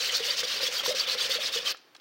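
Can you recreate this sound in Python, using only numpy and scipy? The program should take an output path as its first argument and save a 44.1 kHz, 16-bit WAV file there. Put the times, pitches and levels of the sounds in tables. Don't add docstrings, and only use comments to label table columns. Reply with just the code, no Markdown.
import sys
import numpy as np
from scipy import signal
from scipy.fft import rfft, irfft
from scipy.io import wavfile

SR = 44100
rng = np.random.default_rng(int(sys.argv[2]) if len(sys.argv) > 2 else 0)


def generate_wav(signal):
    frames = np.transpose(np.atleast_2d(signal))
    scaled = np.clip(frames, -1, 1) * 32767
    pcm = np.round(scaled).astype(np.int16)
    wavfile.write(sys.argv[1], SR, pcm)


def gain_from_decibels(decibels):
    exponent = np.asarray(decibels, float) / 20
    return 10 ** exponent


N = 88552


def rms_one(x):
    return x / np.sqrt(np.mean(x ** 2) + 1e-20)


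def at_hz(points, hz):
    table_hz, values = np.array(points).T
    return np.interp(np.log(hz), np.log(table_hz), values)


def drift(hz):
    r = np.exp(-2 * np.pi * hz / SR)
    settle = 4000
    noise = rng.standard_normal(N + settle)
    return rms_one(signal.lfilter([1], [1, -2 * r, r * r], noise)[settle:])


def resonate(x, hz, width_hz):
    r = np.exp(-np.pi * width_hz / SR)
    top = np.array([1, 0, -1]) * (1 - r * r) / 2
    return signal.lfilter(top, [1, -2 * r * np.cos(2 * np.pi * hz / SR), r * r], x + 1e-18)


def bands(x, low_hz):
    edges = low_hz * 2 ** np.arange(0, np.log2(17000 / low_hz), 1 / 3)
    slices = []
    for k, (low, high) in enumerate(zip(edges, edges[1:])):
        band = signal.butter(2, [low, high], "band", fs=SR, output="sos")
        slices.append((np.sqrt(low * high), signal.sosfilt(band, x[k % 2])))
    return slices


def strike(rows, shape):
    length = 3000
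    out, t = np.zeros(N + length), np.arange(length) / SR
    for s, db, hz in rows:
        start = int(s * SR)
        out[start:start + length] += gain_from_decibels(db) * shape(t, hz)
    return out[:N]


# start in seconds, end in seconds, level in dB,
# where along the stroke the tip is fastest (0 to 1).
STROKES = [(-.03, 0.109, -26, 0.65), (0.102, 0.199, -26, .6), (0.191, 0.212, -31.5, 0.5),
           (0.203, 0.363, -27.5, 0.71), (.358, .424, -24, 0.61), (0.43, 0.462, -29, 0.3),
           (0.452, 0.608, -28.5, 0.53), (0.603, 0.704, -26, 0.36), (0.698, 0.826, -28, 0.46),
           (.828, 0.937, -25, 0.48), (0.948, 1.059, -26.5, 0.01), (1.064, 1.163, -26.5, 0.52),
           (1.172, 1.287, -26, 0.5), (1.282, 1.381, -25.5, 0.56), (1.39, 1.502, -27.5, 0.68),
           (1.517, 1.601, -26, 0.33), (1.641, 1.731, -25.5, 0.56)]


def effort_db():
    lift_s, lift_fade_s = 1.712, 0.02
    edge = 0.45
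    drag = gain_from_decibels(-35.5)
    t = np.arange(N) / SR
    level = drag * np.ones(N)
    for start, end, db, top in STROKES:
        places = np.array([0, edge * top, top, 1 - edge * (1 - top), 1])
        phase = np.interp(t, start + (end - start) * places, [0, 0.3, 0.5, 0.7, 1])
        level = level + gain_from_decibels(db) * np.maximum(np.sin(np.pi * phase), 0)
    lifted = np.exp(-np.maximum(t - lift_s, 0) / lift_fade_s)
    contact = (level - drag + lifted * drag) / level
    return 20 * np.log10(level), contact


# pitch in Hz, level in dB.
SCRAPE = [(600, -20), (750, -12), (1860, -6.5), (3500, 0), (5000, -1.5), (7000, -21.5), (10000, -47),
          (16000, -11)]
# pitch in Hz, share of the stroke's rise and fall in dB.
FOLLOWS = [(700, 0.15), (2500, 0.62), (5000, 1.17), (12000, 2.4)]


def small_modes(grit, swing_db):
    count = 44
    pitches = np.geomspace(1000, 10000, num=count) * rng.uniform(0.98, 1.02, count)
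    out = np.zeros(N)
    for k, hz in enumerate(pitches):
        level_db = at_hz(SCRAPE, hz) + 5 + at_hz(FOLLOWS, hz) * swing_db
        patches_db = 4.5 * drift(19.5)
        push = np.roll(grit[k % 2], 777 * k)
        out = out + gain_from_decibels(level_db + patches_db) * resonate(push, hz, width_hz=95)
    return out


# pitch in Hz, width in Hz, level in dB.
WALL = [(1850, 100, -14), (2595, 70, -13), (3010, 90, -10), (3500, 130, -8), (3780, 90, -12),
        (4400, 110, -10), (4570, 120, -8), (4930, 70, -11), (5600, 130, -13), (6300, 110, -18),
        (7500, 170, -24), (8620, 200, -26)]


def scrape(db, contact):
    grit_per_s, grit_spread_db = 6000, 1.5
    clump_db, clump_hz = 1.3, 110
    patch_db, patch_hz = 5, 24.7
    wall_patch_db, wall_patch_hz = 3, 20
    mean_db = -31.5
    swing_db = db - mean_db

    sizes_db = grit_spread_db * np.minimum(rng.exponential(1, (2, N)), 4)
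    sizes = gain_from_decibels(sizes_db) * rng.choice([-1, 1], (2, N))
    snaps = rng.random((2, N)) < grit_per_s / SR
    grit = rms_one(sizes * snaps) * gain_from_decibels(clump_db * drift(clump_hz))

    out = np.zeros(N)
    for hz, x in bands(grit, 699.3):
        level_db = at_hz(SCRAPE, hz) + at_hz(FOLLOWS, hz) * swing_db
        out = out + gain_from_decibels(level_db + patch_db * drift(patch_hz)) * x
    for k, (hz, width_hz, level_db) in enumerate(WALL):
        push_db = at_hz(FOLLOWS, hz) * swing_db + wall_patch_db * drift(wall_patch_hz)
        out = out + gain_from_decibels(level_db + 11) * resonate(grit[k % 2] * gain_from_decibels(push_db), hz, width_hz)
    out = out + small_modes(grit, swing_db)
    return gain_from_decibels(mean_db + 0.34) * rms_one(out * contact)


# loudest moment in seconds, level in dB, pitch in Hz.
CATCHES = [(0.016, -38, 6120), (0.036, -33, 4380), (0.091, -36, 2010), (0.1, -29, 3120), (0.136, -56, 3450),
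           (0.162, -24.5, 4475), (0.164, -38, 3620), (0.238, -29.5, 2930), (0.272, -31, 4300),
           (0.31, -26.5, 4600), (0.375, -35, 4430), (0.576, -33, 4620), (0.637, -28, 4920),
           (0.673, -26, 3415), (0.771, -27.5, 4610), (0.798, -28.5, 3177), (1.007, -26.5, 4575),
           (1.072, -30.5, 3470), (1.12, -31, 4500), (1.206, -35, 4650), (1.215, -26.5, 3510),
           (1.315, -28, 3530), (1.348, -30.5, 4500), (1.373, -32, 3340), (1.537, -32.5, 3560),
           (1.575, -29.5, 3410), (1.671, -25.5, 3100), (1.678, -42, 4700)]


def catches():
    catch_s, width_hz = 0.028, 140

    def swell(t, hz):
        noise = rng.standard_normal(len(t))
        ring = rms_one(resonate(resonate(noise, hz, width_hz), hz, 3 * width_hz))
        return gain_from_decibels(-0.5) * ring * np.sin(np.pi * np.clip(t / catch_s, 0, 1)) ** 2

    starts = [(max(s - catch_s / 2, 0), db, hz) for s, db, hz in CATCHES]
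    return strike(starts, swell)


# pitch in Hz, width in Hz, level in dB.
HOLLOW = [(450.2, 71.5, -5.5), (526.5, 38.5, 2.5), (611, 207, -8.5), (205, 20, -13.5)]
# start in seconds, peak level in dB, pitch in Hz.
THUDS = [(0.126, -35.5, 494), (0.203, -28, 462), (0.225, -45, 498), (0.28, -35, 568), (0.432, -30, 502),
         (0.605, -32.5, 539), (0.63, -27.5, 509), (0.684, -34.5, 490), (0.727, -36.5, 513),
         (0.806, -59, 527), (0.835, -34.5, 547), (0.879, -23, 485.7), (0.893, -22, 503.5),
         (0.907, -24.5, 595), (0.944, -28, 514), (1.077, -34, 516), (1.152, -31, 501.5), (1.252, -34, 515),
         (1.294, -30.5, 528), (1.356, -30.5, 487), (1.384, -32.5, 604), (1.56, -28, 476), (1.584, -35, 520),
         (1.626, -40.5, 495), (1.649, -36.5, 546)]


def hollow(db, contact):
    rise_s, decay_s = 0.0013, 0.013
    bottom_hz, bottom_db, bottom_decay_s = 193, -26, 0.021
    rumble_hz, rumble_db = 234, -65

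    rub_db = -48.5 + 0.1 * (db + 42) + 1 * drift(45.0)
    rub = gain_from_decibels(rub_db) * rng.standard_normal(N) * contact
    air = np.zeros(N)
    for k, (hz, width_hz, level_db) in enumerate(HOLLOW):
        air = air + (-1) ** k * gain_from_decibels(level_db) * resonate(13 * rub, hz, width_hz)
    air = signal.sosfilt(signal.butter(2, 900, fs=SR, output="sos"), air)

    def thud(t, hz):
        swell = (1 - np.exp(-t / rise_s)) * np.exp(-t / decay_s)
        return 1.08 * swell * np.sin(2 * np.pi * hz * t)

    def bottom(t, hz):
        swell = (1 - np.exp(-t / rise_s)) * np.exp(-t / bottom_decay_s)
        return swell * np.sin(2 * np.pi * bottom_hz * hz / 510 * t)

    thuds = strike(THUDS, thud) + gain_from_decibels(bottom_db) * strike(THUDS, bottom)
    low = signal.sosfilt(signal.butter(1, [40, rumble_hz], "band", fs=SR, output="sos"), rub)
    return air + thuds + gain_from_decibels(rumble_db) * rms_one(low)


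# multiple of the main pitch, level in dB.
CLACK_PARTIALS = [(.62, -5), (1, 0), (1.3, -4)]
# start in seconds, peak level in dB, main pitch in Hz.
CLACKS = [(.431, -26.5, 1516), (.602, -26, 1490), (.806, -25.5, 1370), (.836, -24.5, 1660),
          (.86, -21.5, 1020), (1.148, -27.5, 1060), (1.484, -30, 1590), (1.746, -31, 1296),
          (1.770, -38, 3840), (1.9485, -43.5, 4460), (1.950, -40, 3330), (1.9525, -37, 1210),
          (1.964, -40, 3920), (1.999, -43, 3300)]


def clacks():
    touch_s, decay_s, crack_s = 0.00058, 0.0035, 0.005

    def clack(t, hz):
        ring = sum(gain_from_decibels(db) * np.sin(2 * np.pi * hz * k * t) for k, db in CLACK_PARTIALS)
        ring = ring * np.exp(-t / decay_s)
        noise = rng.standard_normal(len(t)) * np.exp(-t / crack_s)
        band = signal.butter(2, [hz / 2, 1.74 * hz], "band", fs=SR, output="sos")
        crack = signal.sosfilt(band, noise) * np.sqrt(4000 / hz) + 0.06 * noise
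        return np.minimum(t / touch_s, 1) * (ring / 2 + gain_from_decibels(-5) * crack)

    return strike(CLACKS, clack)


def space(x):
    t = np.arange(SR // 2) / SR
    first_echo_s = 0.008
    echo = rng.standard_normal(len(t)) * gain_from_decibels(-60 * t / 0.42) * (t > first_echo_s)
    echo = signal.sosfilt(signal.butter(3, [900, 6200], "band", fs=SR, output="sos"), echo)
    echo = echo / np.sqrt(np.sum(echo ** 2))
    return gain_from_decibels(-25.5) * signal.fftconvolve(x, echo)[:N]


# pitch in Hz, level in dB.
YARD = [(60, -33), (140, -17), (215, -28), (295, -9), (400, -14), (1660, -16.5), (5800, -26), (16000, -32)]


def yard():
    step_hz, step_db = 6300, -9
    hush = np.zeros(N)
    for hz, x in bands(rng.standard_normal((2, N)), 46.1):
        hush = hush + gain_from_decibels(at_hz(YARD, hz) + step_db * (hz > step_hz)) * x
    hush = signal.sosfilt(signal.butter(2, 120, "high", fs=SR, output="sos"), hush)
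    return gain_from_decibels(-62) * rms_one(hush)


def scene():
    db, contact = effort_db()
    can = scrape(db, contact) + catches() + hollow(db, contact) + clacks()
    return (can + space(can) + yard())[None]


def roll_off(x):
    return signal.sosfilt(signal.butter(12, 16990, fs=SR, output="sos"), x)


def record(dry):
    bright = dry + gain_from_decibels(12.5) * resonate(dry, hz=15750, width_hz=900)
    hz = np.arange(N // 2 + 1) * SR / N
    mix = irfft(rfft(bright) * (hz < 15830), N)
    return roll_off(mix)


dry = scene()
out = record(dry)
generate_wav(out)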